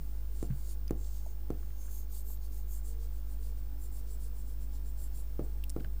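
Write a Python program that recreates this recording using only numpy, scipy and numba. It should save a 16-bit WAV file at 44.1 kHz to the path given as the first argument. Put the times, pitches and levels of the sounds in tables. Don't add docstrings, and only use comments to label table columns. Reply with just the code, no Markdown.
import sys
import numpy as np
from scipy import signal
from scipy.fft import rfft, irfft
from scipy.io import wavfile
from scipy.ndimage import uniform_filter1d
from numba import njit

SR = 44100
rng = np.random.default_rng(int(sys.argv[2]) if len(sys.argv) > 2 else 0)


def attenuation_scalar(level_db):
    decades = np.asarray(level_db, float) / 20
    return 10 ** decades


def wav_out(sig):
    wavfile.write(sys.argv[1], SR, np.round(np.clip(np.atleast_2d(sig).T, -1, 1) * 32767).astype(np.int16))


N = 264600
T = np.arange(N) / SR

# level/dB rms, phase/rad
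HUM = [(-38, -0.093), (-57, -0.51), (-73.5, 0.34), (-78.5, -0.16), (-73, 0.1)]
RIPPLE_DB = [-20, -16, -20, 0, -20, -26, -25]
LINE_HZ = [1497, 4499, 5334, 8000, 8877, 9115, 9765, 10067]
# early level/dB, late level/dB
LINE_DB = [(-92, -90), (-89, -89), (-91, -83.5), (-96, -83), (-91, -86), (-90, -84.5), (-94, -92),
           (-94, -92)]
# f/Hz, level/dB per Hz
AIR = [(25, -70.5), (75, -79.5), (130, -83.5), (170, -89), (320, -96), (500, -97), (650, -100.5),
       (1000, -102), (1550, -104), (1900, -108), (3500, -110), (5000, -110), (10000, -111), (15500, -109.5)]
# f/Hz, width/Hz, level/dB rms
FAN = [(199.9, 9.4, -68), (275.3, 5.6, -68.5), (349.9, 7.4, -72), (430, 14, -74.5), (472, 7.6, -76),
       (598, 38, -78), (833, 16, -76.5)]
# start t/s, end t/s, f/Hz, level/dB rms
HORN = (2.87, 3.07, 452, -65)
# t/s, peak level/dB, f/Hz, width/Hz, fade to -60 dB/ms
SMALL_CLICKS = [(5.6385, -40, 2800, 550, 5), (5.645, -57, 2500, 1200, 40), (5.6388, -46, 10800, 1500, 4),
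                (5.6402, -34, 13500, 2200, 5), (5.6408, -50, 3300, 400, 5), (5.6404, -53, 5300, 400, 5),
                (5.6961, -35, 8500, 3000, 4), (5.6963, -43, 5350, 400, 6), (5.6989, -44, 9500, 4000, 4),
                (5.7012, -32, 9000, 3200, 4), (5.7014, -43, 5250, 500, 5), (5.7012, -46, 2800, 1300, 4),
                (5.6965, -48, 3700, 1200, 4), (5.7084, -48, 8000, 2000, 4), (5.705, -54, 8500, 4000, 40),
                (.8793, -46, 4900, 250, 9), (.8793, -50, 6200, 500, 8), (.8795, -48, 11500, 3000, 6),
                (.9086, -42, 14000, 2500, 4), (.8795, -52, 3000, 2500, 5), (.8952, -47, 2100, 800, 6),
                (2.374, -51, 4000, 5000, 4),
                (0.501, -53.5, 1470, 1400, 210), (1.046, -51.5, 4200, 2000, 8), (1.264, -52, 7600, 1500, 10),
          (1.628, -54, 1350, 300, 42), (1.706, -57, 1490, 1200, 8.5), (1.856, -57, 1300, 500, 12),
          (1.881, -55.5, 1470, 500, 50), (2.30, -54, 850, 200, 40), (5.775, -50, 11600, 2000, 6),
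          (5.8, -52, 2520, 1500, 10), (5.806, -50, 2570, 1200, 6.4), (5.8057, -52, 1570, 300, 16),
          (5.8466, -42.5, 1525, 130, 3.6), (5.857, -55, 1600, 400, 26), (5.846, -61, 7000, 600, 6),
          (5.8463, -54, 4500, 900, 5.7), (5.8454, -49, 2900, 900, 5.6)]
# t/s, level/dB, f/Hz, fade to -60 dB/s, rise/ms
BUMPS = [(0.5005, -25.5, 131.8, 0.19, 3.8), (0.5025, -32.5, 185, 0.13, 2.5), (2.378, -47, 120, .1, 4.8),
         (5.807, -31, 248, 0.02, 1.8), (5.847, -34, 107, 0.059, 3.1), (5.86, -46, 200, 0.22, 12),
         (0.001, -44, 145, 0.16, 2.7), (1.2605, -45, 856, 0.034, 1.5), (1.264, -42, 640, 0.031, 1.2),
         (5.846, -46, 620, .03, 1.3)]
# t/s, peak level/dB, contact time/ms, tick level/dB, ring level/dB
TAPS = [
    (0.4281, -28.5, 3.23, -40, -4.5),
    (0.9085, -23, 3.16, -37, -5.5),
    (1.5040, -27, 3.2, -44, -4),
    (5.3938, -29, 3.07, -51, 0),
    (5.7640, -29, 3.14, -47, -1),
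]
# f/Hz, level/dB, fade to -60 dB/s
BOARD = [(130, -45.5, 0.23), (206, -73, 0.21), (304, -70, 0.082), (395, -50.5, 0.11), (500, -57, 0.072),
         (610, -40, 0.15), (697, -39, 0.15), (850, -49, 0.063), (1070, -69, 0.041), (1350, -28, 0.028)]
# delay t/ms, level/dB
WALL = [(6.5, -5.5), (11.2, -30.5), (15, -11), (34.5, -16)]
# f/Hz, width/Hz, level/dB
PEN = [
    [(6650, 480, 0)],
    [(4730, 570, -10), (5430, 4100, -2.5)],
    [(7660, 350, 0.5), (8500, 850, -7), (8950, 2500, -4.5)],
    [(10770, 620, 1.5), (11550, 2300, -2.5)],
]
# f/Hz, width/Hz, level/dB
TIP_SKIRT = [(13200, 1200, -3), (14400, 930, -8)]
# t/s, tip f/Hz, upper over middle barrel level/dB, cap clip over low barrel level/dB
LEAN = [(.45, 13700, -1, -11), (.62, 14400, -0.5, -1), (.75, 13700, -1, -2), (1.0, 14200, -5, -4),
        (1.14, 12800, -6, -5.5), (1.8, 13100, -5, 1), (2.0, 13450, -6, 3), (2.9, 13800, -7, -2),
        (3.3, 13600, -8.5, -8), (3.9, 14200, -2.5, -9), (5.2, 13600, -2.5, -12), (5.45, 14600, -12, -12),
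        (5.8, 13300, 0, -8)]
# start t/s, length t/s, tip level/dB, barrel over tip level/dB
STROKES = [(1.744, 0.17, -67, 3), (1.87, 0.19, -57.5, -2.5), (2.08, 0.16, -54, -2),
           (2.236, 0.14, -56.5, -1), (2.395, 0.099, -66.5, 0), (2.495, 0.15, -61.5, -1),
           (2.657, 0.16, -56, -1), (2.824, 0.13, -57, -1), (2.98, 0.11, -67.5, 0.5),
           (3.095, 0.14, -68.5, -2), (3.244, 0.13, -65.5, -1.5), (3.386, 0.15, -65, 0),
           (3.548, 0.075, -74, 2), (3.77, 0.13, -64.5, 1.5), (3.901, 0.13, -62, -0.8),
           (4.05, 0.13, -65.5, 3), (4.177, 0.133, -66, 0.5), (4.318, 0.13, -67, 1.5),
           (4.44, 0.13, -68.8, 2.5), (4.574, 0.093, -72, 4.5), (4.707, 0.095, -69, 0),
           (4.827, 0.1, -69.5, 5.5), (4.956, 0.14, -62, 2.8), (5.104, 0.14, -63.5, 3.5),
           (5.414, 0.052, -73.5, 6.5)]
# start t/s, length t/s, tip level/dB, barrel over tip level/dB, peak place/0-1
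DRAGS = [(0.0, 0.43, -81, 7.5, 0), (0.285, 0.2, -72.5, 7.5, 0.65), (0.468, 0.3, -64.5, -3, 0.61),
         (0.636, 0.12, -64, 2.5, .6), (0.945, 0.18, -70.5, 6, 0.57), (1.07, 0.18, -66.5, 0, 0.47),
         (1.2, .145, -71.5, 2, 0.53), (1.55, 0.28, -78.5, 2.5, 0.34), (5.77, .1, -78, 3.5, 0.4)]


def level(x, db):
    return x * attenuation_scalar(db) / np.sqrt(np.mean(x ** 2))


def band(x, hz, width_hz):
    return signal.lfilter(*signal.iirpeak(min(hz, 0.45 * SR), hz / width_hz, fs=SR), x)


def walk(rate):
    hold = int(SR / rate)
    steps = np.repeat(rng.standard_normal(N // hold + 1), hold)
    steps = uniform_filter1d(uniform_filter1d(steps, hold), hold)[:N]
    return steps / steps.std()


def fade(t, t60):
    return np.exp(-np.log(1000) * t / t60)


def add(out, s, x):
    i = int(s * SR)
    out[i:i + len(x)] += x[:N - i]


def electrics():
    mains_hz, start_rad, sway_db = 50.088, 1.45, 0.9
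    whine_hz, whine_db = 15003.9, -64.5
    turn = 2 * np.pi * mains_hz * T + start_rad
    hum = sum(attenuation_scalar(db) * np.cos((k + 1) * turn + rad) for k, (db, rad) in enumerate(HUM))
    hum = hum * attenuation_scalar(sway_db * walk(7))

    carrier = 2 * np.pi * whine_hz * T + 0.5 * walk(1.3)
    middle = len(RIPPLE_DB) // 2
    whine = sum(attenuation_scalar(whine_db + db) * np.cos(carrier + 2 * (k - middle) * turn)
                for k, db in enumerate(RIPPLE_DB))

    load = np.clip((T - 3.0) / 1.0, 0, 1)
    lines = 0
    for hz, (early, late) in zip(LINE_HZ, LINE_DB):
        line_db = early + load * (late - early) + 1.2 * walk(3)
        lines = lines + attenuation_scalar(line_db) * np.cos(2 * np.pi * hz * T)
    return np.sqrt(2) * (hum + whine + lines)


def air():
    hz, db = np.transpose(AIR)
    f = np.maximum(np.fft.rfftfreq(N, 1 / SR), 1)
    colour = np.sqrt(SR / 2) * attenuation_scalar(np.interp(np.log(f), np.log(hz), db))
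    return irfft(rfft(rng.standard_normal(N)) * colour, N) * attenuation_scalar(0.6 * walk(2.5))


def fan():
    return sum(level(band(rng.standard_normal(N), hz, width_hz), db) for hz, width_hz, db in FAN)


def horn():
    start, end, hz, db = HORN
    gate = np.clip(np.minimum(T - start, end - T) / 0.011, 0, 1)
    return np.sqrt(2) * attenuation_scalar(db) * gate * np.sin(2 * np.pi * hz * T)


def clicks():
    out, t = np.zeros(N), T[:4096]
    for s, db, hz, width_hz, ms in SMALL_CLICKS:
        kick = rng.standard_normal(len(t)) * fade(t, ms / 1000)
        kick[0] += 4
        ring = band(kick, hz, 1.2 * width_hz)
        ring = band(ring, hz, min(2.5 * width_hz, hz))
        add(out, s, attenuation_scalar(db) * ring / np.abs(ring).max())
    return out


def bumps():
    out, t = np.zeros(N), T[:SR // 2]
    for s, db, hz, t60, rise_ms in BUMPS:
        rise = 1 - np.exp(-1000 * t / rise_ms)
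        add(out, s, -attenuation_scalar(db) * np.sin(2 * np.pi * hz * t) * fade(t, t60) * rise)
    return out


def room_answer(t):
    wash_db, wash_t60_s, wash_hz = -30, 0.31, 400
    wash = band(rng.standard_normal(len(t)), wash_hz, 2 * wash_hz)
    answer = attenuation_scalar(wash_db) * wash * fade(t, wash_t60_s) * np.clip(t / 0.015, 0, 1)
    for ms, db in WALL:
        answer[int(ms * SR / 1000)] += attenuation_scalar(db)
    return answer


def taps():
    rebound = 0.79
    place_db = 3
    t = T[:SR // 2]
    modes = np.array([attenuation_scalar(db) * fade(t, t60) * np.sin(2 * np.pi * hz * t) for hz, db, t60 in BOARD])
    answer = room_answer(t)
    out = np.zeros(N)
    for s, db, ms, tick_db, ring_db in TAPS:
        swing = t[t < ms / 1000] * 1000 / ms
        push = attenuation_scalar(db) * np.sin(2 * np.pi * swing ** rebound) * (1 - swing ** 8)
        add(out, s, push)
        place = attenuation_scalar(place_db * rng.standard_normal(len(BOARD)))
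        add(out, s, attenuation_scalar(ring_db) * signal.fftconvolve(push, answer + place @ modes))
        tick = band(rng.standard_normal(400), 8200, 5500) * fade(t[:400], 0.0085)
        add(out, s, attenuation_scalar(tick_db) * tick)
    return out


@njit
def glide(x, hz, width_hz):
    y, b, l = x.copy(), np.zeros(2), np.zeros(2)
    for i in range(len(x)):
        g, k = np.tan(np.pi * hz[i] / SR), width_hz / hz[i]
        for j in range(2):
            v = (b[j] + g * (y[i] - l[j])) / (1 + g * (g + k))
            b[j], l[j], y[i] = 2 * v - b[j], l[j] + 2 * g * v, k * v
    return y


def swell(rows, peaks, fullness, db):
    out = np.zeros(N)
    for (s, length), peak, gain in zip(rows, peaks, attenuation_scalar(db)):
        bend = np.log(0.5) / np.log(np.clip(peak, 0.1, 0.9))
        u = np.arange(0, 1, 1 / (length * SR)) ** bend
        add(out, s, (gain * np.sin(np.pi * u) ** fullness) ** 2)
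    return out


def motion():
    lift_s = 0.1
    down_peak, up_peak = 0.59, 0.45
    fullness, barrel_fullness = 0.97, 1.53
    start, length, tip_db, barrel_db = np.transpose(STROKES)
    drags = np.array(DRAGS)
    rows = np.column_stack([start, length])

    order = np.arange(len(start))
    lifted = np.r_[True, start[1:] - start[:-1] - length[:-1] > lift_s]
    up = (order - np.maximum.accumulate(order * lifted)) % 2
    late, even = np.where(up, up_peak, down_peak), np.full(len(start), 0.5)

    def drag(db):
        return swell(drags[:, :2], drags[:, 4], fullness, drags[:, 2] + db)

    rest = attenuation_scalar(2 * np.where((T > 2.7) & (T < 5.28), -79, -81))
    tip = swell(rows, even, fullness, tip_db) + drag(0) + rest
    low_db = -69 + 0.44 * (tip_db + 62.5)
    low = swell(rows, even, fullness, low_db) + drag(drags[:, 3] - 1)
    barrel_drag = drag(drags[:, 3])
    middle = swell(rows, late, barrel_fullness, tip_db + barrel_db) + barrel_drag
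    upper = swell(rows, (late + even) / 2, barrel_fullness, tip_db + barrel_db) + barrel_drag
    return np.sqrt([tip, low, low, middle, upper])


def rubbing():
    slip_hz, scatter_db, chatter_db = 9360, 1, 0.5
    grip_db, grip_shift, tip_width_hz = 2.6, 0.018, 2600
    s, tip_hz, upper_db, cap_db = np.transpose(LEAN)
    tip = [(np.interp(T, s, tip_hz), tip_width_hz, 0)] + TIP_SKIRT
    leans = [1, attenuation_scalar(np.interp(T, s, cap_db)), 1, 1, attenuation_scalar(np.interp(T, s, upper_db))]
    chatter = attenuation_scalar(chatter_db * walk(300))
    out = 0
    for modes, speed, lean in zip([tip] + PEN, motion(), leans):
        slips = (rng.random(N) < slip_hz / SR) * rng.standard_normal(N)
        slips = slips * attenuation_scalar(scatter_db * rng.exponential(size=N))
        tilt = 1 + grip_shift * walk(5.99)
        ring = 0
        for hz, width_hz, db in modes:
            grip = attenuation_scalar(db + grip_db * walk(10))
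            ring = ring + grip * glide(slips, hz * tilt, 1.46 * width_hz)
        out = out + level(ring * chatter, 0) * speed * lean
    return out


def scene():
    background = electrics() + air() + fan() + horn()
    return (background + clicks() + bumps() + taps() + rubbing())[None]


def band_limit(x):
    return signal.sosfilt(signal.butter(12, 15700, fs=SR, output="sos"), x)


def record(dry):
    offset_db = -37.2
    return band_limit(dry + attenuation_scalar(offset_db))


dry = scene()
out = record(dry)
wav_out(out)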